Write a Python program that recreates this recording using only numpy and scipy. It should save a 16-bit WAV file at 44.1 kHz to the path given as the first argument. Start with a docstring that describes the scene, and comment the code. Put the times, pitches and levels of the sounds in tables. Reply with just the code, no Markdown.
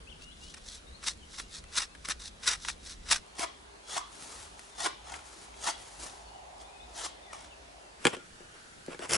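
"""Cutting birch bark in the woods

A knife is pushed in short strokes through birch bark, first close by, then farther off among the trees.
Each stroke is a dense run of tiny random snaps, coloured by the rasp of the edge and the body of the bark.
At the end the loosened sheet peels, cracks and slaps back: splitting noise over decaying hollow modes.
Behind it: forest air and a distant road of shaped noise, and faint birds of gliding sine tones."""
import sys
import numpy as np
from scipy import signal
from scipy.fft import rfft, irfft, next_fast_len
from scipy.io import wavfile
from scipy.ndimage import uniform_filter1d

SR = 44100
rng = np.random.default_rng(int(sys.argv[2]) if len(sys.argv) > 2 else 0)


def wav_record(signal):
    """Record a signal, one row per channel, as 16-bit PCM in the file named by sys.argv[1]."""
    frames = np.transpose(np.atleast_2d(signal))
    bounded = np.clip(frames, -1, 1)
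    # unit amplitude maps onto the largest positive 16-bit level
    quanta = np.round(bounded * 32767).astype(np.int16)
    wavfile.write(sys.argv[1], SR, quanta)


N = 404397
TIME = np.arange(N) / SR
FAR_FROM, SHEET_FROM = 3.227, 8.0  # s, start of the farther standpoint and of the one at the sheet
# Body of the bark close by. Each row: frequency in Hz, relative level in dB per Hz.
BODY_NEAR = [(150, -18), (350, -11.5), (700, -5), (1000, 2.5), (1350, 5), (1800, 4), (2400, 2.5), (3200, 0),
             (6000, -11.5)]


def pushes():
    """Rows of every push of the blade: the strokes, and the short bites where it breaks through."""
    # Passes along the cut. Each row: middle in seconds, length in seconds, relative level of the rasp in dB,
    # bark body in dB against the rasp.
    strokes = [(0.232, 0.044, -55, -25), (0.47, .14, -53.5, -19), (0.544, 0.0087, -46, -3.5),
               (0.577, 0.017, -51, -0.5), (0.72, 0.13, -48, -12.5), (1.036, .02, -47.5, 0.5),
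               (1.088, 0.074, -39.5, -10), (1.378, 0.13, -48, -11), (1.558, .08, -44.5, -11.5),
               (1.801, 0.083, -33, -4), (2.055, 0.014, -42, -2), (2.1, 0.09, -47, -4),
               (2.216, 0.038, -46.5, -7.5), (2.263, 0.057, -42.5, -12), (2.441, 0.019, -40, -4),
               (2.508, 0.089, -33.5, -2.5), (2.674, 0.12, -44.5, -13), (2.897, 0.093, -44, -9.5),
               (3.137, 0.082, -33.5, -3.5), (3.418, 0.064, -37.5, -5), (3.952, 0.099, -40, -9.5),
               (4.837, 0.086, -36.5, -6.5), (5.128, 0.12, -50.5, 0), (5.672, 0.094, -36.5, -9),
               (6.615, 0.033, -53.5, -13), (7.025, 0.11, -40.5, -7), (7.342, 0.04, -53.5, 2),
               (7.415, 0.13, -56, -2.5)]
    # The blade breaks through in a hard stroke. Each row: middle in seconds, relative level of the rasp in dB,
    # bark body in dB against the rasp.
    bites = [(1.078, -29.5, -6.5), (1.394, -41.5, -4), (1.78, -23, -7.5), (2.112, -32, -3),
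             (2.483, -24, -6.5), (2.693, -33, -3), (3.122, -20, -5), (3.437, -39.5, 7), (3.971, -36, 0.5),
             (4.862, -35, 3.5), (5.68, -32, 1), (7.056, -42.5, -2)]
    bite_s = 0.025
    return strokes + [(s, bite_s, db, body_db) for s, db, body_db in bites]


def close_strokes():
    """The knife close to the microphone: snaps of very uneven size."""
    # Rasp of the edge close by. Each row: frequency in Hz, relative level in dB per Hz.
    rasp_near = [(1200, -19.5), (2800, -26.5), (3250, -1.5), (3700, 5), (4700, 0.5), (5700, 0.5),
                 (7500, -4.5), (9500, -7), (11000, -10)]
    rows = [row for row in pushes() if row[0] < FAR_FROM]
    return scrape(rows, rasp_near, BODY_NEAR, per_s=8000, spread_db=4.5, judder_db=2.5,
                  ripple_db=1.8, travel_s=0.019)


def far_strokes():
    """The knife farther off among the trees: snaps of nearly even size."""
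    # Rasp of the edge at a distance. Each row: frequency in Hz, relative level in dB per Hz.
    rasp_far = [(1200, 1.5), (2400, -13.5), (3300, 0), (4300, -3), (6400, -2.5), (8500, -6), (11000, -9.5)]
    # Body of the bark at a distance. Each row: frequency in Hz, relative level in dB per Hz.
    body_far = [(120, -37), (200, -30), (300, -1.5), (500, -16), (750, 4), (1000, 7), (1300, 2.5),
                (1650, -7), (2300, -1.5), (4000, -24)]
    rows = [row for row in pushes() if row[0] >= FAR_FROM]
    return scrape(rows, rasp_far, body_far, per_s=8000, spread_db=-0.5, judder_db=3.0,
                  ripple_db=2.6, travel_s=0.021)


def peeling():
    """The sheet peels from the wood in bursts of parting fibres."""
    # Each row: middle in seconds, length in seconds, relative level of the rasp in dB,
    # bark body in dB against the rasp.
    peels = [(8.076, 0.074, -43, 1), (8.142, 0.032, -51.5, 13.5), (8.57, 0.082, -66, 8.5),
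             (8.92, 0.045, -55.5, 10.5), (9.04, 0.054, -46, 6.5), (9.1, 0.015, -33, -3.5),
             (9.144, 0.054, -28, -2.5)]
    # Rasp of the parting sheet. Each row: frequency in Hz, relative level in dB per Hz.
    rasp_sheet = [(1200, 14), (3000, -9), (4200, -3), (5200, 12.5), (8000, 11.5), (11000, 8)]
    # Body of the sheet. Each row: frequency in Hz, relative level in dB per Hz.
    body_sheet = [(70, -2), (200, -5.5), (450, 2), (700, -2), (1100, -0.5), (1700, -6.5), (2700, -4.5),
                  (5000, -20)]
    return scrape(peels, rasp_sheet, body_sheet, per_s=9000, spread_db=4.5, judder_db=2.5,
                  ripple_db=3.2, travel_s=0.022)


def scrape(rows, rasp, body, per_s, spread_db, judder_db, ripple_db, travel_s):
    """Fibres part under a swelling push that sticks and slips; the ring of the bark changes as the cut travels."""
    out = np.zeros(N)
    t = np.arange(-SR // 4, SR // 4) / SR
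    for s, length, db, body_db in rows:
        judder = gain_of(judder_db * wander(len(t), 257.7))
        parting = swell(t, length) * fibres(len(t), per_s, spread_db) * judder
        # three spots take turns; the random part blends each into the next
        spot = np.floor(t / travel_s + rng.random(len(t))) % 3
        for k in range(3):
            # the rasp comes straight from the edge, the body of the bark answers half a millisecond later
            answer = np.roll(ring(body, ripple_db / 2), SR // 2000)
            bark = ring(rasp, ripple_db) + gain_of(body_db) * answer
            sound = gain_of(db) * colour(parting * (spot == k), bark)
            add(out, s + t[0], sound[t + s >= 0])
    return out


def swell(t, length):
    """A push around t = 0: it builds up exponentially, holds and lets go."""
    half_hold = 0.63 * length / 2
    attack_s, release_s = 0.28 * length, 0.15 * length
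    build_up = np.minimum(t + half_hold, 0) / attack_s
    let_go = np.maximum(t - half_hold, 0) / release_s
    return np.exp(build_up - let_go)


def fibres(count, per_s, spread_db):
    """A random run of tiny snaps, rms 1; the larger spread_db, the more uneven their size."""
    chance, size, sign = rng.random((3, count))
    strength = gain_of(-spread_db * np.log(size + .02))
    return evened((chance < per_s / SR) * strength * np.sign(sign - .5))


def snaps():
    """Single flakes break with a bright tick, a brief splintering and a dull knock of the bark."""
    # The loudest flakes. Each row: start in seconds, peak in dB, dull knock in dB against the bright tick.
    flakes = [(1.3988, -24, 5), (1.95, -37.5, 25), (2.0866, -13.5, -6.5), (2.0964, -19.5, -8),
              (2.649, -25.5, 23), (2.685, -22.5, 12), (3.1095, -22, -14), (3.394, -19, -10),
              (4.223, -29.5, -16), (4.401, -38, -3), (4.593, -27, -3), (4.855, -26, 10), (5.14, -29.5, 20),
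              (8.863, -34, -25), (9.109, -15.5, -12), (9.134, -6, -46), (9.142, -12.5, -37),
              (9.1522, -11, -15)]
    # Tick of a breaking flake. Each row: frequency in Hz, relative level in dB per Hz.
    tick_colour = [(250, 15), (1200, -1.5), (3000, -1.5), (5200, 6.5), (8000, 0), (11000, 5.5)]
    out = np.zeros(N)
    t = np.arange(1500) / SR
    for s, db, knock_db in flakes + stray_flakes():
        splinter_s = 0.0028 * 2 ** (knock_db / 39)  # duller flakes splinter longer
        burst = rng.standard_normal(len(t)) * np.exp(-t / splinter_s) * (1 - np.exp(-t / 0.0001))
        sound = colour(burst, ring(tick_colour, 1.2) + gain_of(knock_db) * ring(BODY_NEAR, 2.0))
        add(out, s, gain_of(db) * sound / abs(sound).max())
    return out


def stray_flakes(count=12):
    """Rows of faint snaps, scattered at random over the time the knife works."""
    rows = []
    for when, size, dull in rng.random((count, 3)):
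        peak_db, knock_db = -46 + 9 * size, -18 + 34 * dull
        rows.append((when * SHEET_FROM, peak_db, knock_db))
    return rows


def cracks():
    """A quick run of splits frees the stiff sheet, which knocks with its own hollow modes."""
    # Modes of the loose sheet. Each row: nominal frequency in Hz, relative level in dB, t60 in seconds.
    sheet = [(175, -3, 0.1), (273, 0, 0.047), (350, 3.5, 0.093), (459, 3.5, 0.079), (584, -2.5, 0.076),
             (821, -5.5, 0.082), (970, -10, 0.011), (1430, -23.5, 0.6), (1620, -9, 0.035),
             (1980, -15, 0.025)]
    # Sharp splitting. Each row: frequency in Hz, relative level in dB per Hz.
    split_colour = [(200, -29), (700, -34), (950, -2), (1300, -1.5), (1730, 6), (1950, -6), (2250, 2),
                    (2650, -6), (3300, -3), (4300, -9.5), (4850, -7), (5800, -15), (8300, -10.5),
                    (11000, -20.5)]
    out = np.zeros(N)
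    t = np.arange(SR // 5) / SR
    for s, db, sharp_db, length in rebounds():
        detune = 1 + 0.015 * rng.standard_normal(len(sheet))
        knock = np.zeros(len(t))
        for k, (hz, level, t60) in enumerate(sheet):
            mode = gain_of(level - 60 * t / t60) * np.sin(2 * np.pi * hz * detune[k] * t)
            knock += (-1) ** k * mode
        splitting = fibres(len(t), 9000, 3.7) * t / length * np.exp(-t / length)
        split = colour(splitting, ring(split_colour, 1.7, size=512))
        sound = knock / abs(knock).max() + gain_of(sharp_db) * split / abs(split).max()
        add(out, s, gain_of(db) * sound)
    return out


def rebounds(count=4):
    """Rows of every crack and its slaps back, each weaker and duller than the one before."""
    # The sheet gives way. Each row: start in seconds, peak of the hollow knock in dB,
    # sharp crack in dB against the knock, time constant of the split in seconds.
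    first_cracks = [(8.052, -14.5, 8, 0.00097), (8.0684, -19, 12.5, .00055), (8.132, -35, -7, .0014),
                    (8.167, -36.5, 2.5, 0.00069), (8.403, -43.5, -1.5, .002), (8.881, -28.5, -22, 0.001),
                    (8.944, -38, 1, .002), (8.992, -34, 1, .0006)]
    gap_s, weaker_db, duller_db = .0078, -9, -10
    return [(s + k * gap_s, db + k * weaker_db, sharp_db + k * duller_db, length)
            for s, db, sharp_db, length in first_cracks for k in range(count)]


def bark_ring():
    """A cluster of close modes in the loosened bark, as a randomly modulated tone, beats and dies away."""
    # The bark rings on after some cuts. Each row: start in seconds, level in dB.
    rings = [(3.437, -45), (3.968, -32.5), (4.863, -46)]
    centre_hz, width_hz, t60_s = 1126, 260, 0.25
    out = np.zeros(N)
    t = np.arange(SR // 2) / SR
    for s, db in rings:
        modes = wander(len(t), width_hz) * np.sin(2 * np.pi * centre_hz * t)
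        add(out, s, gain_of(db - 60 * t / t60_s) * modes)
    return out


def rustle(level_db):
    """Jacket and undergrowth brush with a fine, slightly clumped grain as the body shifts."""
    # Each row: middle in seconds, length in seconds, relative level in dB.
    rustles = [(4.328, 0.33, -47), (4.647, 0.17, -56), (5.353, 0.29, -53.5), (5.97, .55, -52.5),
               (6.041, 0.082, -47)]
    # Cloth and leaves. Each row: frequency in Hz, relative level in dB per Hz.
    cloth = [(90, 7), (200, 4), (500, 1), (1400, 0.5), (2500, -3.5), (6500, 0), (11000, -3)]
    level = sum(gain_of(db) * swell(TIME - s, length) for s, length, db in rustles)
    grain = fibres(N, per_s=4000, spread_db=2.0) * gain_of(2.1 * wander(N, per_s=90))
    return gain_of(level_db) * level * colour(grain, ring(cloth))


def birds(near_db=1, far_db=-71, glide=0.194, count=40):
    """A few clear whistles over a random scatter of far ones."""
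    # The clearest whistles. Each row: start in seconds, length in seconds, relative level in dB,
    # start frequency in Hz, end frequency in Hz.
    whistles = [(0.068, 0.043, -58.5, 2430, 3450), (0.096, 0.038, -54.5, 3510, 2620),
                (0.208, .133, -59, 2560, 3860), (0.408, .105, -61, 2680, 3670),
                (0.865, 0.035, -60, 3630, 3870), (0.92, 0.05, -59.5, 3850, 4480),
                (1.213, .03, -62, 3200, 2900), (4.697, 0.134, -65, 3690, 3440),
                (6.25, .06, -67, 4500, 4330), (6.636, 0.065, -67, 3450, 3950),
                (6.725, .05, -67, 2520, 2520), (6.791, 0.062, -63, 2535, 2503),
                (6.795, .06, -62.5, 3440, 3960), (7.223, .05, -64.5, 3730, 3430),
                (7.267, 0.055, -62, 2100, 1800), (7.502, 0.041, -62, 3040, 2480)]
    out = np.zeros(N)
    for s, length, db, start_hz, end_hz in whistles:
        add(out, s, gain_of(db + near_db) * whistle(length, start_hz, end_hz))
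    for when, length, pitch, bend in rng.random((count, 4)):
        start_hz = 2400 + 2200 * pitch
        end_hz = start_hz * (1 + glide * (bend - .5))
        add(out, when * N / SR, gain_of(far_db) * whistle(0.0475 + 0.072 * length, start_hz, end_hz))
    return out


def whistle(length, start_hz, end_hz):
    """A pure note: a straight fall or level tone, or a rise that scoops up a little and ends in a flick."""
    scoop_s, scoop_share, flick_s = 0.021, 0.27, .04
    t = np.arange(max(int(length * SR), 8)) / SR
    scoop = scoop_share * (1 - np.exp(-t / scoop_s))
    flick = (1 - scoop_share) * np.maximum(1 + (t - length) / flick_s, 0)
    course = scoop + flick if end_hz > start_hz else t / length
    hz = start_hz + (end_hz - start_hz) * course
    return signal.windows.tukey(len(t), .25) * np.sin(2 * np.pi * np.cumsum(hz) / SR)


def road(octaves=0.29, drone_hz=400, drone_db=-70):
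    """Far tyres: a soft band of roar swells, fades and sinks in pitch as a vehicle passes, over a faint drone."""
    pass_s, near_for_s, nearest_db = 6.58, 0.6, -56
    pass_hz, sink_hz_per_s = 756, 68

    def roar_db(t, hz):
        centre_hz = np.maximum(pass_hz - sink_hz_per_s * (t - pass_s), 1)
        return -20 * np.log10(1 + (np.log2((hz + 1) / centre_hz) / octaves) ** 2)

    def engine_db(t, hz):
        return -20 * np.log10(1 + ((hz - drone_hz) / 14) ** 2)

    distance = np.hypot(1, (TIME - pass_s) / near_for_s)  # 1 when nearest
    roar = noise_pair(roar_db) * gain_of(nearest_db) / distance
    drone = noise_pair(engine_db) * gain_of(drone_db)
    heard = (TIME > FAR_FROM) & (TIME < SHEET_FROM)  # only from the farther standpoint
    return heard * (roar + drone)


def air():
    """Forest air: steady shaped noise with its own colour and level at each of the three standpoints."""
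    # Air close to the knife. Each row: frequency in Hz, relative level in dB per Hz.
    air_near = [(12, -33), (20, -6.5), (58, 2.5), (108, -16.5), (184, -10.5), (320, -16.5), (488, -15.5),
                (557, -17.5), (1600, -20.5), (1780, -22), (3930, -24), (4980, -27.5), (8230, -30),
                (11000, -32), (14300, -60), (22000, -120)]
    # Air farther off. Each row: frequency in Hz, relative level in dB per Hz.
    air_far = [(12, -41), (20, -24), (59, 12), (79, -6), (114, -8), (346, -4.5), (395, -8), (451, -6),
               (806, -0.5), (1520, -7.5), (2440, -9.5), (3730, -11.5), (9900, -19.5), (11000, -20.5),
               (14300, -64), (22000, -120)]
    # Air at the loose sheet. Each row: frequency in Hz, relative level in dB per Hz.
    air_sheet = [(12, -44), (20, -0.5), (79, -5.5), (130, -4.5), (406, -4), (603, -7), (827, -5.5),
                 (1110, -10), (1200, -7), (1480, -3.5), (2260, -10), (6490, -14.5), (11000, -18.5),
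                 (14300, -52), (22000, -120)]
    place = np.digitize(TIME, [FAR_FROM, SHEET_FROM])
    out = np.zeros((2, N))
    for k, (bed, db) in enumerate([(air_near, -53), (air_far, -56), (air_sheet, -56)]):
        out += (place == k) * gain_of(db) * noise_pair(lambda t, hz: read(bed, hz))
    return out


def noise_pair(field_db):
    """Two channels of noise from a dB field over (frames, bins); wide in the middle range, near mono in the bass."""
    # Likeness of the two channels. Each row: frequency in Hz, left-right correlation from -1 to 1.
    air_same = [(60, 0.99), (140, 0.83), (350, 0.12), (840, -0.33), (2020, -0.36), (4880, 0.2),
                (11800, 0.62)]
    patches_db = 1.5  # spread of the slow, broad unevenness
    hz = np.fft.rfftfreq(4096, 1 / SR)
    t = np.arange(N // 1024 + 5) * 1024 / SR
    a, b, c, d, patches = rng.standard_normal((5, len(t), len(hz)))
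    patches = uniform_filter1d(patches, size=5, axis=0)
    patches = evened(uniform_filter1d(patches, size=30, axis=1))
    same = np.clip(read(air_same, hz), -1, 1)
    left = a + 1j * b
    right = same * left + np.sqrt(1 - same ** 2) * (c + 1j * d)
    z = np.array([left, right]) * gain_of(field_db(t[:, None], hz) + patches_db * patches)
    pair = signal.istft(z, nperseg=4096, noverlap=3072, time_axis=1, freq_axis=2)[1][:, :N]
    return pair / np.std(pair.mean(0))


def woods(x, scatter_db, scatter_s, tail_db, pan_db, side_db):
    """Direct sound, scatter and tail as the microphone pair hears them, left louder than right by pan_db."""
    # Tilt of the side signal. Each row: frequency in Hz, gain in dB.
    width = [(60, 4), (160, -10), (350, 0), (800, 3), (2000, -0.5), (4900, -4.5), (11000, -4.5)]
    mid = x + gain_of(scatter_db) * scatter(x, scatter_s) + gain_of(tail_db) * trees(x)
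    diffuse = gain_of(side_db) * scatter(x, scatter_s) + gain_of(tail_db) * trees(x)
    size = next_fast_len(N + SR // 10)
    hz = np.fft.rfftfreq(size, 1 / SR)
    # in the middle range, the delay between the two ports puts the side signal a quarter turn from the mid
    turned = 1j * rfft(x, size) / (1 + (np.log2((hz + 1) / 700) / 0.39) ** 2)
    side = irfft((turned + rfft(diffuse, size)) * gain_of(read(width, hz)), size)[:N]
    return np.array([mid + side, mid - side]) * gain_of([[pan_db / 2], [-pan_db / 2]])


def scatter(x, decay_s, turns_per_s=7):
    """Quick reflections from trunk, arms and ground, cycling through three patterns as the work moves."""
    t = np.arange(SR // 20) / SR
    out = np.zeros(N)
    for k in range(3):
        taps = rng.standard_normal(len(t)) * np.exp(-t / decay_s) * (t > .001)
        share = np.sqrt(2 / 3) * np.cos(2 * np.pi * (turns_per_s * TIME + k / 3))
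        out += colour(x * share, taps / np.linalg.norm(taps))
    return out


def trees(x):
    """A thin noise tail from the surrounding trunks; the highest treble dies first."""
    # Decay among the trunks. Each row: frequency in Hz, t60 in seconds.
    decay = [(200, 0.47), (1000, 0.22), (3500, 0.48), (7000, 0.21), (11000, 0.15)]
    t = np.arange(SR * 3 // 4) / SR
    hz, when, z = signal.stft(rng.standard_normal(len(t)), SR, nperseg=256)
    fading = z * gain_of(-60 * when / read(decay, hz)[:, None])
    tail = signal.istft(fading, SR, nperseg=256)[1][:len(t)]
    tail *= 1 - np.exp(-t / 0.0054)  # soft onset
    return colour(x, tail / np.linalg.norm(tail))


def gain_of(db):
    """Decibels to amplitude."""
    return 10 ** (np.asarray(db) / 20)


def evened(x):
    """Scales to rms 1."""
    return x / np.sqrt(np.mean(x ** 2) + 1e-20)


def read(points, hz):
    """Reads a table on a log-frequency axis."""
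    f, value = np.transpose(points)
    return np.interp(np.log(hz + 1), np.log(f + 1), value)


def add(mix, s, sound):
    """Mixes a sound in at time s."""
    part = mix[max(round(s * SR), 0):][:len(sound)]
    part += sound[:len(part)]


def ring(points, ripple_db=0., size=1024):
    """Causal (minimum-phase) impulse response of energy 1 with this spectrum and random narrow resonances."""
    hz = np.fft.rfftfreq(size, 1 / SR)
    ripple = evened(uniform_filter1d(rng.standard_normal(len(hz)), size=4))
    low_cut = np.log((hz + 1) / (hz + points[0][0]))
    log_gain = np.log(gain_of(read(points, hz) + ripple_db * ripple)) + low_cut
    mirrored = np.r_[log_gain, log_gain[-2:0:-1]]
    spectrum = np.exp(np.conj(signal.hilbert(mirrored)))  # the log gain sets the phase
    response = np.fft.ifft(spectrum).real[:size // 2]
    return response / np.linalg.norm(response)


def colour(x, response):
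    """Passes x through an impulse response."""
    return signal.oaconvolve(x, response)[:len(x)]


def wander(count, per_s):
    """A random curve: straight lines between normal random knots, per_s of them a second."""
    knots = rng.standard_normal(4096)
    return np.interp(np.arange(count) * per_s / SR, np.arange(len(knots)), knots)


def scene():
    """Close strokes, far strokes, then the sheet coming away, before birds, air and road."""
    close = gain_of(-0.5) * close_strokes()
    far = far_strokes() + bark_ring() + rustle(level_db=-0.5)
    sheet_and_flakes = gain_of(-1.5) * peeling() + snaps()
    mix = woods(close, scatter_db=-10.5, scatter_s=0.004, tail_db=-33, pan_db=0.6, side_db=-7.5)
    mix += woods(far, scatter_db=-5.0, scatter_s=0.0027, tail_db=-12.0, pan_db=1.2, side_db=-7)
    mix += woods(sheet_and_flakes, scatter_db=-20.5, scatter_s=0.0025, tail_db=-22.0, pan_db=0.7, side_db=-7.5)
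    mix += woods(cracks(), scatter_db=-7.0, scatter_s=0.0079, tail_db=-23.5, pan_db=1.5, side_db=-8.0)
    mix += woods(birds(), scatter_db=-9, scatter_s=0.0066, tail_db=-7, pan_db=7, side_db=3.0)
    return mix + air() + road()


def record(dry):
    """Softens both ends, then cuts the treble above the band limit with a steep linear-phase filter."""
    edge_hz = 11150
    ends = signal.windows.tukey(N, .001)
    low_pass = signal.firwin(511, edge_hz, window=("kaiser", 9), fs=SR)
    return signal.oaconvolve(dry * ends, low_pass[None], "same")


dry = scene()
out = record(dry)
wav_record(out)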